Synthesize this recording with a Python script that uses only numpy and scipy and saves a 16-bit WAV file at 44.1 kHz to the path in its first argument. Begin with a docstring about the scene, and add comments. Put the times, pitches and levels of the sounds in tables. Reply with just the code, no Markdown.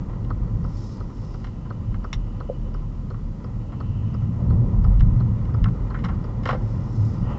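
"""Car turning on a wet road, from inside

The road shakes the cabin into a low rumble that swells over rough patches. The engine hums;
the tyres drone, roar and swish. Loose plastic trim clicks, knocks and rattles.
The indicator relay ticks against its stops until the turn is done."""
import sys
import numpy as np
from scipy import signal
from scipy.fft import rfft, irfft
from scipy.io import wavfile
from scipy.ndimage import uniform_filter1d

SR = 44100
rng = np.random.default_rng(int(sys.argv[2]) if len(sys.argv) > 2 else 0)


def bounce(signal):
    """Save signal as a 16-bit WAV file at the path given by the first command-line argument."""
    frames = np.transpose(np.atleast_2d(signal))
    limited = np.clip(frames, -1, 1)
    pcm = np.round(limited * 32767).astype(np.int16)
    wavfile.write(sys.argv[1], SR, pcm)


N = 325458
T = np.arange(N) / SR


def undb(db):
    """Decibels to gain."""
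    return 10 ** (np.asarray(db) / 20)


def unit(x):
    """Scale to rms 1."""
    return x / np.sqrt(np.mean(x ** 2))


def add(out, start_s, sound):
    """Mix a sound in at start_s."""
    i = int(start_s * SR)
    out[i:i + len(sound)] += sound[:N - i]


def curves(table):
    """Each column after t/s, interpolated per sample."""
    times_s, *columns = np.transpose(table)
    return [np.interp(T, times_s, column) for column in columns]


def swells(events):
    """Gain of bell-shaped swells; lengths at half power."""
    power = sum(undb(db) ** 2 * .5 ** ((2 * (T - mid_s) / length_s) ** 2)
                for mid_s, length_s, db in events)
    return np.sqrt(power)


def walk(rate_hz):
    """Smooth random drift, spread near 1."""
    step = int(SR / rate_hz)
    return 1.29 * uniform_filter1d(np.repeat(rng.standard_normal(N // step + 1), step), step)[:N]


def noise(spectrum, flutter_db=0):
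    """Noise, optionally fluttering, shaped to a spectrum with 20 dB/octave skirts; rms 1."""
    white = rng.standard_normal(N) * undb(flutter_db)
    hz, db = np.transpose(spectrum)
    bins_hz = np.maximum(np.fft.rfftfreq(N, 1 / SR), 1)
    outside_oct = np.abs(np.log2(bins_hz / np.clip(bins_hz, hz[0], hz[-1])))
    shape_db = np.interp(np.log(bins_hz), np.log(hz), db) - 20 * outside_oct
    return unit(irfft(rfft(white) * undb(shape_db), N))


def even_noise(spectrum, window_s):
    """Shaped noise, levelled to a running rms of 1."""
    x = noise(spectrum)
    return x / np.sqrt(uniform_filter1d(x ** 2, int(window_s * SR)))


def narrow_noise(hz, width_hz):
    """Noise band with a moving centre; rms 1."""
    phase = 2 * np.pi * np.cumsum(hz) / SR
    return unit(walk(width_hz) * np.cos(phase) + walk(width_hz) * np.sin(phase))


def contact(modes, t60_s, size=8192):
    """A sharp contact and its dying chatter ring broad modes; loudest 3 ms at rms 1."""
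    t = np.arange(size) / SR
    chatter = rng.standard_normal(size) * undb(-60 * t / t60_s)
    chatter[0] += 9  # first impact
    ring = 0
    for hz, width_hz, db in modes:
        band = signal.butter(2, [hz - width_hz / 2, hz + width_hz / 2], "band", fs=SR, output="sos")
        ring = ring + undb(db) * unit(signal.sosfilt(band, chatter))
    return ring / np.sqrt(uniform_filter1d(ring ** 2, size=132).max())


def blows(events, modes, push_s, size=20000):
    """Soft blows: each short push sets damped modes swinging."""
    out, t = np.zeros(N), np.arange(size) / SR
    for start_s, level_db in events:
        ring = sum(undb(db - 60 * t / t60_s) * np.sin(2 * np.pi * hz * rng.normal(1, .01) * t)
                   for hz, db, t60_s in modes)
        ring *= 1 - np.exp(-(t / push_s) ** 2)
        add(out, start_s, undb(level_db) * np.sqrt(2) * ring / np.abs(ring).max())
    return out


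def cabin_echoes(x, echo_db, t60_s, count=24):
    """Early reflections from glass and roof comb the sound."""
    lags_s = rng.uniform(0.002003, 0.041, count)
    gains = rng.choice([-1, 1], count) * undb(-60 * lags_s / t60_s)
    response = np.zeros(SR // 10)
    response[(lags_s * SR).astype(int)] = undb(echo_db) * gains / np.linalg.norm(gains)
    response[0] = 1
    return signal.fftconvolve(x, response / np.linalg.norm(response))[:N]


# car speed: t/s, v/(km/h)
SPEED = [(0, 29.8), (.5, 28.5), (1.5, 23), (2.6, 21.8), (3.4, 22.4), (4.3, 26.5), (5, 32.8), (6, 35.5),
         (7.38, 36.6)]
def rolling_db(cruise_db, doubling_db, cruise_kmh=30):
    """Rolling noise level, rising with each doubling of speed."""
    (kmh,) = curves(SPEED)
    return cruise_db + doubling_db * np.log2(kmh / cruise_kmh)


# rough patches: start/s, length/s, shake/dB, heave/dB, boom/dB, drone/dB
PATCHES = [(0.291, 0.48, 2, 7.5, 3, 0.5), (1.835, 0.15, 2.5, 9.5, 8, -0.5), (2.325, 0.41, 2, -2, 0.5, 2),
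           (3.866, 0.28, 3.5, 0.5, 10.5, 0.5), (4.11, 0.21, 6.5, -9, -3, -2),
           (4.448, 0.28, 12.5, 8.5, 15.5, 7), (4.766, 0.39, 9, 18.5, 15, -2.5),
           (5.165, 0.23, 9.5, 4.5, 4.8, -1.5), (5.487, 0.2, 9, 0.5, 12.5, -0.5),
           (6.593, 0.1, -5.5, 0, 15, 1), (6.886, 0.19, -0.5, -4, 17.5, -0.5)]
def roughness_db(edge_s=0.14):
    """Shake, heave, boom and drone relative to smooth road, ramped at patch edges."""
    extra_db = 0
    for start_s, length_s, *patch_db in PATCHES:
        inside_s = np.minimum(T - start_s, start_s + length_s - T)
        extra_db = extra_db + np.outer(patch_db, np.clip(.5 + inside_s / edge_s, 0, 1))
    return extra_db


# rub spectrum: f/Hz, level/dB
RUB_SPECTRUM = [(2350, -23.5), (2700, -6), (2820, -8), (2950, -5), (3100, -10.5), (3400, -27.5)]
# rubs: centre/s, length/s, level/dB
RUBS = [(1.45, 0.32, -71.5), (2.3, 1, -69.5), (3.98, .42, -63), (7.33, 0.12, -59)]
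# cornering whine: t/s, f/Hz, level/dB
WHINE = [(1.3, 3040, -90), (1.55, 2980, -77), (2, 3003, -72), (2.3, 2925, -72), (2.6, 2960, -69.5),
         (2.9, 2942, -75), (3.2, 2910, -89)]
# hiss spectrum: f/Hz, level/dB
HISS_SPECTRUM = [(1500, 2), (3000, -1.5), (4000, -3), (5300, -2.5), (7200, -7), (8500, -12)]
def hiss():
    """Faint steady hiss; thin rubs and a wavering whine come and go."""
    rub = swells(RUBS) * noise(RUB_SPECTRUM)
    hz, db = curves(WHINE)
    whine = undb(db) * narrow_noise(hz * (1 + 0.0066 * walk(12)), width_hz=70)
    return rub + whine + undb(-66) * noise(HISS_SPECTRUM)


# spray spectrum: f/Hz, level/dB
SPRAY_SPECTRUM = [(2800, -15), (4000, -6.5), (4700, -4.5), (5250, -3), (5900, -5), (7200, -11), (8500, -18)]
# swishes: centre/s, length/s, level/dB
SWISHES = [(0.848, 0.18, -58), (1.274, 0.25, -64), (6.723, 0.17, -66.5), (7.029, 0.24, -61.5)]
def spray(ring_hz=5210, sag_hz_per_s=1800, ring_db=-5):
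    """The water film swishes under the tyres, each swish with a sinking resonance."""
    out = swells(SWISHES) * noise(SPRAY_SPECTRUM, flutter_db=1.8 * walk(240))
    for mid_s, length_s, db in SWISHES:
        ring = narrow_noise(ring_hz - sag_hz_per_s * (T - mid_s), width_hz=540)
        out += undb(ring_db) * swells([(mid_s, length_s, db)]) * ring
    return out


# carcass spectrum: f/Hz, level/dB
DRONE_SPECTRUM = [(150, -18.5), (210, 6.5), (260, 0), (330, -3.5), (410, -10), (510, -10), (590, -16.5),
                  (660, -28), (900, -25)]
# tread spectrum: f/Hz, level/dB
ROAR_SPECTRUM = [(350, -6), (510, -1), (640, -2.5), (760, 4), (870, -5), (1030, 0), (1110, -1.5),
                 (1250, -2.5), (1400, -9), (1630, -20), (1880, -13), (2400, -24), (2950, -23),
                 (3600, -31.5), (7000, -37.5)]
def tyres(surge_s=7.33, surge_length_s=0.078, surge_db=-40.5):
    """Carcass drone, spray and tread roar, which flutters with the asphalt grain and surges once."""
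    *_, drone_db = roughness_db()
    drone = undb(rolling_db(-39, doubling_db=8.5) + drone_db) * noise(DRONE_SPECTRUM)
    surge = swells([(surge_s, surge_length_s, surge_db)])
    roar_gain = np.hypot(undb(rolling_db(-48, doubling_db=8.5)), surge)
    roar = roar_gain * noise(ROAR_SPECTRUM, flutter_db=1.2 * walk(45))
    return drone + cabin_echoes(roar + spray(), echo_db=-8.5, t60_s=0.028)


# tread slaps: t/s, level/dB
SLAPS = [(4.39, -40), (4.511, -40.5), (4.639, -42), (4.719, -41), (4.851, -39.5)]
# tread and wheel arch modes: f/Hz, width/Hz, level/dB
ARCH_MODES = [(534, 140, 4.5), (696, 120, 1), (953, 160, 0)]
def slaps():
    """The tread slaps broken asphalt and rings the wheel arches."""
    out = np.zeros(N)
    for start_s, db in SLAPS:
        add(out, start_s, undb(db) * contact(ARCH_MODES, t60_s=0.56))
    return out


# engine run: t/s, firing rate/Hz, level/dB
ENGINE_RUN = [(0, 42, -38.5), (.6, 38.37, -36), (1.2, 38.2, -34), (1.85, 43.78, -39.5), (2.3, 38.33, -33),
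              (2.8, 36.52, -27), (3.3, 39.54, -34), (3.8, 41.2, -41), (5, 47.4, -33.5), (6, 47.5, -34),
              (7.38, 51.87, -42)]
# firing harmonics: order, level/dB
ENGINE_ORDERS = [(1, 5), (2, -18), (3, -11.5), (4, -6.5)]
def engine():
    """Low firing orders sag through the corner and pick up after it."""
    firing_hz, level_db = curves(ENGINE_RUN)
    phase = 2 * np.pi * np.cumsum(firing_hz * (1 + .015 * walk(9))) / SR
    hum = 0
    for order, order_db in ENGINE_ORDERS:
        waver_db = 2.2 * walk(7)
        hum = hum + undb(order_db + waver_db) * np.sin(order * phase + rng.uniform(0, 2 * np.pi))
    return undb(level_db) * unit(hum)


# panel shake spectrum: f/Hz, level/dB
SHAKE_SPECTRUM = [(50, -23), (64, -11), (78, 2), (92, -4), (109, 2.5), (128, -0.5), (152, -8), (171, -5),
                  (188, -11), (205, -7), (240, -21.5), (280, -24.5), (400, -42)]
# body heave spectrum: f/Hz, level/dB
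HEAVE_SPECTRUM = [(12, -24), (22, -7), (33, -2), (47, 5), (54, -3.5), (63, -11), (78, -16), (90, -21),
                  (110, -35.5)]
# cabin air spectrum: f/Hz, level/dB
BOOM_SPECTRUM = [(95, -24.5), (105, -6.5), (109, -6.5), (113, -7), (124, -29.5)]
# wheels dropping over road joints: t/s, level/dB
BUMPS = [(2.15, -21), (5.60, -12)]
# car body modes: f/Hz, level/dB, t60/s
BODY_MODES = [(40, 4.5, 0.29), (74.2, -5, 0.069), (105, 3.5, 0.12)]
def road():
    """The road shakes the panels, heaves and bumps the body and sets the cabin air booming."""
    shake_db, heave_db, boom_db, _ = roughness_db()
    uneven_asphalt_db = 2 * walk(11)
    shake_db += rolling_db(-29.5, doubling_db=8) + uneven_asphalt_db
    heave_db += rolling_db(-33, doubling_db=7)
    boom_db += rolling_db(-37, doubling_db=7)
    shake = undb(shake_db) * even_noise(SHAKE_SPECTRUM, window_s=0.075)
    heave = undb(heave_db) * even_noise(HEAVE_SPECTRUM, window_s=0.41)
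    boom = undb(boom_db) * even_noise(BOOM_SPECTRUM, window_s=0.31)
    return shake + heave + boom + blows(BUMPS, BODY_MODES, push_s=0.018)


# trim clicks: t/s, level/dB, f/Hz favoured by the struck spot, t60/s, falloff from f/(dB/octave)
TRIM_CLICKS = [(0.13, -46, 1400, .09, 12), (.246, -55, 3230, 0.027, 10), (1.1, -47, 1170, .04, 12),
               (1.443, -40, 1976, 0.056, 3), (1.468, -44.5, 2200, 0.077, 2),
               (1.656, -44.5, 1101, 0.079, 12), (1.943, -39.5, 1340, 0.06, 8),
               (3.142, -41.5, 1200, 0.041, 12), (3.721, -42, 901, 0.13, 7), (4.845, -45, 1210, .035, 3),
               (4.995, -49.5, 3210, 0.055, 20), (5.006, -36.5, 2000, 0.041, 3),
               (5.452, -49, 2480, 0.058, 5), (5.641, -31.5, 2853, 0.016, 7),
               (5.656, -28.5, 1320, 0.056, 19), (5.684, -43, 1500, 0.023, 8),
               (5.91, -40.5, 1354, 0.039, 18), (5.943, -33, 1530, 0.13, 19), (5.988, -45, 2050, .11, 6),
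               (6.04, -31, 1400, 0.062, 7), (6.046, -43, 4300, 0.07, 14), (6.053, -34, 1480, 0.072, 6),
               (6.085, -33.5, 1180, 0.15, 7.5), (6.433, -41.5, 3670, 0.1, 1),
               (6.455, -25.5, 1718, 0.085, 6), (6.473, -32, 3045, 0.09, 1),
               (6.489, -18.5, 1140, 0.074, 6.5), (6.508, -25.5, 1490, 0.083, 4.5),
               (6.527, -29.5, 830, 0.16, 4.5)]
# trim modes: f/Hz, width/Hz, level/dB
TRIM_MODES = [(807, 140, 6.5), (1072, 200, 9.5), (1320, 120, 6), (1530, 80, -2), (1840, 220, 3),
              (2050, 130, 0), (2930, 330, -0.5), (3550, 430, -4.5), (3920, 230, -7), (5320, 640, -6),
              (5900, 1600, -13)]
# stiff catch modes: f/Hz, width/Hz, level/dB
CATCH_MODES = [(1253, 830, 2), (1840, 540, 0.5), (2950, 230, -3.5), (3560, 530, 0.5), (5570, 440, -3.5),
               (5900, 1400, -10)]
# panel knocks: t/s, level/dB
KNOCKS = [(2.4905, -30), (2.4975, -19.5), (6.458, -27), (6.491, -24), (6.529, -24), (6.549, -25)]
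# panel modes: f/Hz, level/dB, t60/s
PANEL_MODES = [(511, -1.5, 0.092), (562, 3, 0.04), (647, -4.5, 0.028), (750, -10.5, 0.017)]
def trim(catch_s=2.1295, catch_db=-25.5):
    """Loose plastic clicks and rattles, a catch snaps once, heavier blows knock a hollow panel."""
    out = np.zeros(N)
    for start_s, level_db, spot_hz, t60_s, falloff_db_per_oct in TRIM_CLICKS:
        modes = [(hz, width_hz, db - falloff_db_per_oct * abs(np.log2(hz / spot_hz)))
                 for hz, width_hz, db in TRIM_MODES]
        add(out, start_s, undb(level_db) * contact(modes, t60_s))
    add(out, catch_s, undb(catch_db) * contact(CATCH_MODES, t60_s=0.064))
    return out + blows(KNOCKS, PANEL_MODES, push_s=0.002)


# armature modes, pulling in: f/Hz, width/Hz, level/dB
PULL_IN_MODES = [(1950, 600, -1), (3140, 500, -1), (4260, 390, 4), (5150, 370, -4.5)]
# armature modes, letting go: f/Hz, width/Hz, level/dB
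RELEASE_MODES = [(1970, 430, 2.5), (2950, 570, -1.5), (4850, 380, 1), (5340, 220, -1.5)]
# relay box modes: f/Hz, level/dB, t60/s
BOX_MODES = [(393, -2, 0.098), (483, -0.5, 0.073), (564, -9.5, 0.12)]
# dashboard modes: f/Hz, level/dB, t60/s
DASH_MODES = [(750, -7.5, 0.028), (1011, -6, 0.043), (1153, -2.5, 0.041), (1272, -1, 0.046),
              (1364, -5.5, 0.042), (1496, -8.5, .035), (1830, -19, 0.034), (2050, -21.5, 0.019)]
def indicator(start_s=.3025, period_s=.6999, on_s=.339, flashes=9):
    """Twice a flash the relay armature snaps on a stop, thuds its box, seats and knocks the dash."""
    seat_s, scatter_db, box_offset_db = 0.0012, 3, -1.5
    strokes = ((0, PULL_IN_MODES, -55, -36), (on_s, RELEASE_MODES, -53, -37.5))
    out = np.zeros(N)
    for delay_s, modes, snap_db, knock_db in strokes:
        times_s = start_s + delay_s + period_s * np.arange(flashes)
        for s in times_s:
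            add(out, s, undb(snap_db) * contact(modes, t60_s=0.052))
        thuds = [(s, knock_db + box_offset_db) for s in times_s]
        out += blows(thuds, BOX_MODES, push_s=0.0018)
        seatings = [(s + seat_s, knock_db + rng.normal(0, scatter_db)) for s in times_s]
        out += blows(seatings, DASH_MODES, push_s=.003)
    return out


def scene():
    """Mono sum in the cabin."""
    return (road() + slaps() + engine() + tyres() + hiss() + indicator() + trim())[None]


def record(dry):
    """Steep low-pass on the top treble."""
    cutoff_hz = 7450
    return signal.sosfilt(signal.cheby1(8, .3, cutoff_hz, fs=SR, output="sos"), dry)


dry = scene()
out = record(dry)
bounce(out)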